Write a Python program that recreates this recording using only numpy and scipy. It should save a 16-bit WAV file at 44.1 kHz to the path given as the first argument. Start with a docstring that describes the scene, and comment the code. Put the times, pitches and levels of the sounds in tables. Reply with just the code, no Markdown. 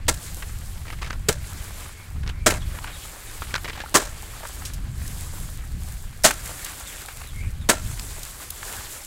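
"""A farmer in a wet furrow of an open field chops six times into dry, cloddy soil with a steel hoe.
Gusts rumble on the microphone from the start. Each blow crushes the crust in noisy cracks and rings the blade.
Clods drop as crackling resonances, and crumbs roll under a dry, grainy background hiss that swells and sinks.
Between blows his feet squelch in the mud, as snaps ringing small cavities and bubbles of rising pitch.
From about two seconds in, small birds call far off now and then, as gliding tones with a scattered tail."""
import sys
import numpy as np
from scipy import signal
from scipy.fft import rfft, irfft, next_fast_len
from scipy.io import wavfile

SR = 44100
rng = np.random.default_rng(int(sys.argv[2]) if len(sys.argv) > 2 else 0)


def dump_mix(stems):
    """Bounce the given channels to the path in sys.argv[1] as a 16-bit WAV at rate SR."""
    frames = np.atleast_2d(stems).T  # one column per channel
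    limited = np.clip(frames, -1, 1)  # hard clip at full scale
    pcm = np.round(limited * 32767).astype(np.int16)
    wavfile.write(sys.argv[1], SR, pcm)


N = 399546
TIME = np.arange(N) / SR
AGE = np.arange(SR // 3) / SR  # seconds since the start of one event


def undb(db):
    """Decibels to gain."""
    return 10 ** (np.asarray(db) / 20)


def unit(x):
    """Scale to rms 1."""
    return x / np.sqrt(np.mean(x ** 2))


def add(track, s, sound):
    """Mix a sound into the track at time s."""
    start = max(int(s * SR), 0)
    track[start:start + len(sound)] += sound[:N - start]


def colour(x, points):
    """Filter a sound by a curve of (Hz, dB) points, straight over log frequency, and scale to rms 1."""
    hz, db = np.transpose(points)
    size = next_fast_len(len(x))
    f = np.maximum(np.fft.rfftfreq(size, 1 / SR), 1)
    gain = undb(np.interp(np.log(f), np.log(hz), db))
    return unit(irfft(rfft(x, size) * gain, size)[:len(x)])


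def ring(x, hz, width_hz):
    """One resonance, gain 1 at its centre."""
    hz = min(hz, SR / 3)
    b, a = signal.iirpeak(hz, hz / min(width_hz, SR / 3), fs=SR)
    return signal.lfilter(b, a, x)


def ring_twice(x, hz, width_hz):
    """The same resonance twice in a row, for steeper sides."""
    return ring(ring(x, hz, width_hz), hz, width_hz)


def grains(size, spread_db):
    """Dense tiny fractures of very unequal strength, redrawn every 16 samples, at rms 1."""
    strength = np.repeat(rng.standard_normal(size // 16 + 1), 16)[:size]
    return unit(rng.standard_normal(size) * undb(spread_db * strength))


def walk(rate, size=N):
    """Smooth chance with a spread near 1, heading for a new value rate times a second."""
    return np.interp(TIME[:size] * rate, np.arange(4096), rng.standard_normal(4096))


def fade(t60, start=0):
    """Level 1 until start, then an exponential decay by 60 dB in t60 seconds."""
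    return np.exp(-np.log(1000) * np.maximum(AGE - start, 0) / max(t60, 1e-3))


def wobble(hz, waver):
    """A rough vibration near rms 1 whose pitch strays by the share waver."""
    unsteady_hz = hz * (1 + waver * walk(hz / 2, size=len(AGE)))
    return np.sqrt(2) * np.sin(2 * np.pi * np.cumsum(unsteady_hz) / SR)


def wind():
    """Eddies buffet the microphone; stronger gusts shed smaller, faster ones."""
    # Wind at the microphone. Each row: time in seconds, level in dB before a fixed 0.87 dB lift.
    gusts = [(0.0, -36), (0.07, -28), (0.22, -36), (1.36, -32), (2.07, -41.5), (2.17, -26.5), (2.37, -32.5),
             (2.55, -25.5), (3.18, -44.5), (3.56, -36.5), (4.01, -42.5), (4.06, -36), (4.54, -41.5),
             (4.79, -29), (5.7, -33), (5.75, -25.5), (5.88, -34), (7.11, -44.5), (7.47, -26.5), (7.52, -34),
             (7.62, -28.5), (7.72, -34.5), (7.87, -29), (8.45, -47), (8.86, -40), (9.06, -50.5)]
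    # Rumble of the gusts. Each row: frequency in Hz, relative density in dB per Hz.
    rumble_spectrum = [(8.8, -33), (15, 1.5), (32, 0.5), (75, -1), (167, -14.5), (221, -23), (350, -32),
                       (460, -60), (770, -120)]
    eddy_spectrum = [(50, -13), (90, 15), (170, -2), (250, -18), (420, -5.0), (1500, -44)]  # Hz, dB
    when, level_db = np.transpose(gusts)
    gust_db = np.interp(TIME, when, level_db)
    buffet_db = 1.2 * walk(12)
    flutter_db = 2.5 * walk(22)
    rumble = colour(rng.standard_normal(N), rumble_spectrum) * undb(gust_db + buffet_db + 0.87)
    eddies = colour(rng.standard_normal(N), eddy_spectrum)
    # the small eddies swing 1.3 times as far in dB as the gusts
    return rumble + eddies * undb(-49 + 1.3 * (gust_db - gust_db.max()) + flutter_db)


def chirp(length, start_hz, end_hz):
    """A hoarse gliding chirp, smeared by the trees on its way."""
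    progress = np.minimum(AGE / length, 1)
    hoarseness_hz = 170 * walk(600, size=len(AGE))
    hz = start_hz + (end_hz - start_hz) * progress + hoarseness_hz
    whistle = np.sin(2 * np.pi * np.cumsum(hz) / SR) * np.sin(np.pi * progress)
    scatter = rng.standard_normal(len(AGE)) * fade(t60=0.055)
    smeared = signal.fftconvolve(whistle, scatter / np.linalg.norm(scatter))[:len(AGE)]
    return 0.5 * whistle + 0.72 * smeared


def birds():
    """Two distant birds, each repeating one gliding note of its own."""
    # One bird's short falling notes. Each row: start in seconds, level in dB.
    falling = [(2.59, -45), (2.92, -41), (3.26, -45.5), (6.85, -41), (7.255, -43), (7.59, -43.5)]
    # The falling note: length in seconds, start in Hz, end in Hz.
    falling_note = (.06, 4000, 3260)
    # Another bird's longer rising notes. Each row: start in seconds, level in dB.
    rising = [(1.925, -49.5), (2.31, -47), (7.325, -41)]
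    # The rising note: length in seconds, start in Hz, end in Hz.
    rising_note = (0.17, 2080, 2400)
    out = np.zeros(N)
    for calls, note in (falling, falling_note), (rising, rising_note):
        for s, db in calls:
            add(out, s, undb(db) * chirp(*note))
    return out


def hiss_and_crumb_levels():
    """Levels in dB: each stretch swells, wavers unevenly, then falls or rises at its own rate."""
    # Stretches of fine hiss and low crackle. Each row: start in seconds, length in seconds,
    # hiss in dB, crackle of crumbs in dB (before surges), fall afterwards in dB per second (negative: a rise).
    stretches = [(0.126, 0.2, -42, -47.5, 15), (1.34, 0.46, -45, -47.5, 31), (2.55, 0.56, -46.5, -47, 4.5),
                 (2.88, 0.49, -46.5, -57, 20), (4.05, 0.56, -45.5, -47.5, 59),
                 (4.906, 0.51, -43.5, -50.5, 33), (5.74, 0.17, -44.5, -54, 30),
                 (6.292, 0.69, -40.5, -45, 24), (7.75, 1, -41.5, -48, -3), (8.582, 0.23, -39, -43, 67)]
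    rise_s = 0.12  # the hiss swells
    faintest_hiss_db, faintest_crumbs_db = -60, -54  # faintest level of the hiss and the crackle
    hiss, crumbs = undb(faintest_hiss_db) ** 2, undb(faintest_crumbs_db) ** 2
    surge = undb(1.4 * walk(26))
    for s, length, hiss_db, crumbs_db, fall in stretches:
        swell = np.clip((TIME - s) / rise_s, 0, 1)
        course = surge * swell * undb(-fall * np.maximum(TIME - s - length, 0))
        hiss = hiss + (course * undb(hiss_db)) ** 2
        crumbs = crumbs + (course * undb(crumbs_db)) ** 2
    return 10 * np.log10(hiss), 10 * np.log10(crumbs)


def spurts(lowest_hz, octaves, grain_db, flicker_db):
    """Grainy noise in half-octave bands, each surging on its own."""
    out = np.zeros(N)
    for hz in lowest_hz * 2 ** np.arange(0, octaves, 0.5):
        band = ring_twice(grains(N, grain_db), hz, hz / 2)
        out += band * undb(flicker_db * walk(45))
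    return out


def hiss_and_crumbs(hiss_db, crumbs_db):
    """A fine dry hiss swells and sinks; crumbs roll and tick in it."""
    # Fine dry hiss. Each row: frequency in Hz, filter gain in dB.
    hiss_spectrum = [(1500, -28), (3500, -7.5), (5500, -6), (7700, 0.5), (10000, -3), (12500, -4.5),
                     (15500, -9)]
    # Rolling crumbs. Each row: frequency in Hz, filter gain in dB.
    crumb_spectrum = [(100, -7.5), (300, 0.5), (600, -1), (1000, -0.5), (1700, 0.5), (2800, -3.5),
                      (4500, -6.5), (9000, -25)]
    ticks_per_s = 45
    fine = spurts(1800, 3.5, grain_db=2.2, flicker_db=1.7)
    coarse = spurts(200, 5.5, grain_db=3.2, flicker_db=2.8)
    ticks = (rng.random(N) < ticks_per_s / SR) * rng.standard_normal(N)
    hiss = colour(fine, hiss_spectrum) * undb(hiss_db)
    ticking = colour(ticks, hiss_spectrum) * undb(hiss_db - 9)
    crumbs = colour(coarse, crumb_spectrum) * undb(crumbs_db + 1.5)
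    return hiss + ticking + crumbs


def bubble(hz, t60):
    """A ringing air pocket whose pitch climbs as it nears the surface."""
    rise = 12  # multiples of the starting pitch gained per second
    return np.sin(2 * np.pi * np.cumsum(hz * (1 + rise * AGE)) / SR) * fade(t60)


def bubbles():
    """Air pockets close in the puddle."""
    # Each row: start in seconds, level in dB, starting pitch in Hz, decay by 60 dB in seconds.
    pockets = [(3.421, -18, 1236, 0.014), (3.562, -25, 1410, 0.048), (3.775, -32, 744, .04),
               (3.838, -25, 820, 0.034), (3.861, -25.5, 1350, 0.017)]
    out = np.zeros(N)
    for s, db, hz, t60 in pockets:
        add(out, s, undb(db) * bubble(hz, t60))
    return out


def squelch(hz, t60):
    """Wet films snap and ring a small cavity in the mud, with a little spray and a few tiny bubbles."""
    spray_spectrum = [(200, 0), (700, -2.5), (2400, -2), (4500, -7.5), (8000, -15.5), (15000, -33)]  # Hz, dB
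    envelope = fade(t60, 0.0023)
    snaps = grains(len(AGE), spread_db=5) * envelope
    cavity = unit(ring(snaps, hz, 0.17 * hz))
    spray = colour(snaps, spray_spectrum)
    froth = 0
    # four bubbles within the first half of t60, from half an octave below the cavity to 0.7 above
    for when, octaves in rng.uniform((0, -0.5), (0.5, 0.7), (4, 2)):
        start = int(when * t60 * SR)
        froth = froth + envelope[start] ** 0.5 * np.roll(bubble(hz * 2 ** octaves, t60=0.045), start)
    return (undb(-5) * cavity + undb(0.5) * spray) * np.std(envelope) + undb(-5) * froth


def squelches():
    """The loudest sucks of the mud."""
    # Each row: start in seconds, level in dB, cavity in Hz, decay by 60 dB in seconds.
    sucks = [(0.902, -33.5, 1940, 0.02), (1.018, -33, 1190, 0.1), (1.105, -28, 1520, 0.016),
             (2.277, -34, 1570, 0.036), (2.291, -34.5, 2620, 0.053), (3.418, -36, 1350, 0.11),
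             (3.540, -22, 1550, 0.018), (3.552, -23.5, 970, 0.014), (3.56, -24.5, 1400, 0.019),
             (3.579, -33, 1430, 0.0118), (3.645, -31, 1880, 0.04), (3.697, -31, 1960, 0.053),
             (3.803, -30.5, 1710, 0.035)]
    out = np.zeros(N)
    for s, db, hz, t60 in sucks:
        add(out, s, undb(db) * squelch(hz, t60))
    return out


def wading():
    """While a foot moves, small squelches follow each other unevenly."""
    # A foot shifts in the mud. Each row: start in seconds, length in seconds, middle level of its squelches in dB.
    steps = [(0.858, .09, -41), (0.998, .14, -39.5), (2.246, .07, -43), (3.511, .055, -39),
             (3.643, .07, -35), (3.732, .09, -40)]
    snaps_per_s, middle_hz, t60_s = 81, 1600, 0.06
    scatter_db, scatter_octaves = 2.5, 0.404
    out = np.zeros(N)
    for s, length, db in steps:
        draws = rng.standard_normal((int(length * snaps_per_s), 3))
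        for slot, (when, strength, size) in enumerate(draws):
            snap = squelch(middle_hz * 2 ** (scatter_octaves * size), t60_s)
            add(out, s + (slot + when / 2) / snaps_per_s, undb(db + scatter_db * strength) * snap)
    return out


def clod(hz, t60):
    """A lump lands with a snap and breaks: the smaller it is, the higher its crackle."""
    envelope = fade(t60, 0.0029)
    snap = undb(3) * signal.unit_impulse(len(AGE))
    cracks = grains(len(AGE), spread_db=1.5) * envelope + snap
    return unit(ring(ring(cracks, hz, hz), hz, 2 * hz)) * np.std(envelope)


def strays(crumbs_db):
    """Single lumps tumble at random, louder where the crackle of crumbs is louder."""
    lumps_per_s, middle_hz, t60_s = 12, 990, 0.03
    lump_db = 4.5  # over the given level of the crumbs
    scatter_db, scatter_octaves = 1.5, 0.52
    out = np.zeros(N)
    draws = rng.standard_normal((int(lumps_per_s * N / SR), 3))
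    for slot, (when, strength, size) in enumerate(draws):
        s = np.clip((slot + when) / lumps_per_s, 0, TIME[-2])
        db = crumbs_db[int(s * SR)] + lump_db + scatter_db * strength
        add(out, s, undb(db) * clod(middle_hz * 2 ** (scatter_octaves * size), t60_s))
    return out


def clods():
    """The loudest dry clods and pebbles, knocked or dropped."""
    # Each row: start in seconds, level in dB, centre in Hz, decay by 60 dB in seconds.
    lumps = [(0.141, -33.5, 7500, 0.044), (0.423, -31.5, 1750, 0.046), (2.506, -21, 2000, 0.031),
             (2.504, -23.5, 6900, .05), (2.521, -20.5, 595, 0.011), (2.530, -32.5, 670, 0.16),
             (2.787, -30.5, 1110, 0.0063), (2.843, -28.5, 1110, 0.017), (2.873, -34, 1540, 0.15),
             (4.000, -38, 1200, 0.11), (4.019, -31, 580, 0.059), (4.431, -33.5, 790, 0.08),
             (4.451, -31, 1010, 0.026), (4.621, -37, 1000, 0.022), (4.652, -30.5, 6030, 0.17),
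             (4.735, -36, 6760, 0.09), (5.077, -33.5, 8500, 0.019), (6.236, -19.5, 6700, 0.17),
             (6.307, -19, 1500, 0.029), (6.309, -24, 7000, 0.017), (6.339, -32, 8000, .012),
             (6.646, -27, 8200, .03), (6.658, -35.5, 2000, 0.26), (7.085, -32, 1170, 0.02),
             (7.215, -35, 1300, 0.017), (7.732, -26, 580, 0.029), (7.995, -28, 4600, 0.0071),
             (8.232, -30, 6330, 0.014), (8.504, -25, 11000, 0.01), (8.629, -31.5, 1450, 0.022)]
    out = np.zeros(N)
    for s, db, hz, t60 in lumps:
        add(out, s, undb(db) * clod(hz, t60))
    return out


def chop(bite, t60, crumble_db, knock_hz, knock_db, thump_hz, thump_db, grit_db):
    """The blade meets the soil, bites deeper and stops; the cracked crust goes on crumbling in lumps."""
    # Hoe head, damped by the soil. Each row: resonance in Hz, width in Hz, relative level in dB.
    blade_modes = [(596, 56, 15), (1010, 300, -3.5), (1363, 35, 11), (1600, 150, 8), (1700, 430, 13.5),
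                   (2124, 37, 5), (2560, 70, -2.5), (3900, 69, 1), (5170, 260, -22)]
    # Crushed crust. Each row: frequency in Hz, filter gain in dB.
    crunch_spectrum = [(100, -2.5), (200, -0.5), (350, -4.5), (900, 2), (1700, -3.5), (2600, -11),
                       (4000, -13), (6000, -50), (15000, -43)]
    # Fine grit under the edge. Each row: frequency in Hz, filter gain in dB.
    grit_spectrum = [(1500, -10.5), (3500, -5), (5500, -5), (7700, 0), (9500, -5.5), (12000, -12),
                     (15500, -15)]
    # force starts 8 dB down at contact, after a 0.84 ms onset, and is full at the end of the bite
    force = undb(-8 * np.maximum(1 - AGE / bite, 0)) * np.minimum(AGE / 0.00084, 1)
    lumps_db = 3.5 * walk(200, size=len(AGE))
    crumbling = undb(crumble_db + lumps_db) * fade(0.34, bite)
    breaking = force * np.hypot(fade(t60, bite * 1.17), crumbling)
    cracks = grains(len(AGE), spread_db=4.5)
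    crunch = undb(-1.5) * colour(cracks, crunch_spectrum) * breaking
    grit = undb(grit_db) * colour(grains(len(AGE), spread_db=4.0), grit_spectrum) * breaking
    # the same cracks shake the steel, which rings on a little after them
    steel = sum(undb(db) * unit(ring(cracks * breaking, hz, width)) for hz, width, db in blade_modes)
    blade = undb(-1) * unit(steel) * np.std(breaking)
    # the cut knocks hollowly while the blade moves
    knock = undb(knock_db) * wobble(knock_hz, waver=0.12) * force * fade(0.059, bite * 1.7)
    # the packed ground thumps a little later and longer
    rough_ground = unit(ring_twice(cracks, thump_hz * 1.3, 450))
    ground = unit(wobble(thump_hz, waver=0.2) + rough_ground)
    thump = undb(thump_db) * ground * force ** 2 * fade(t60 * 1.94, bite * 1.43)
    return crunch + grit + blade + knock + thump


def hoeing():
    """The six blows of the hoe."""
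    # Each row: contact in seconds, bite in seconds, level in dB, decay by 60 dB in seconds, crumbling in dB,
    # knock in Hz, knock in dB, thump in Hz, thump in dB, grit in dB (the last levels relative to the blow).
    blows = [(0.081, 0.0076, -18.5, 0.047, -21, 882, -8, 258, -6, 6.5),
             (1.285, 0.005, -18.5, 0.045, -19.5, 480, 2, 191, -1.5, 5.5),
             (2.461, 0.0073, -13.5, 0.079, -14.5, 453, -8.5, 278, -5.5, 1),
             (3.942, 0.015, -16.5, 0.057, -10.5, 1023, -2, 316, -4.5, 4),
             (6.242, 0.0073, -14.5, 0.14, -15.5, 631, -1, 246, -17.5, 5),
             (7.689, 0.0085, -14.5, 0.081, -16.5, 489, -10.5, 269, -9.5, 3.5)]
    out = np.zeros(N)
    for s, bite, db, *blow in blows:
        add(out, s, undb(db) * chop(bite, *blow))
    return out


def scene():
    """All sources at the one microphone; the open field gives no echo."""
    hiss_db, crumbs_db = hiss_and_crumb_levels()
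    background = wind() + birds() + hiss_and_crumbs(hiss_db, crumbs_db)
    lumps = strays(crumbs_db) + clods()
    mud = bubbles() + squelches() + wading()
    out = background + lumps + mud + hoeing()
    return out[None]


def record(dry):
    """The recorder rounds the highest peaks and cuts the top."""
    top_hz = 15750
    rounded = dry / (1 + dry ** 4) ** (1 / 4)
    low_pass = signal.ellip(10, 0.2, 80, top_hz, fs=SR, output="sos")
    return signal.sosfilt(low_pass, rounded)


dry = scene()
out = record(dry)
dump_mix(out)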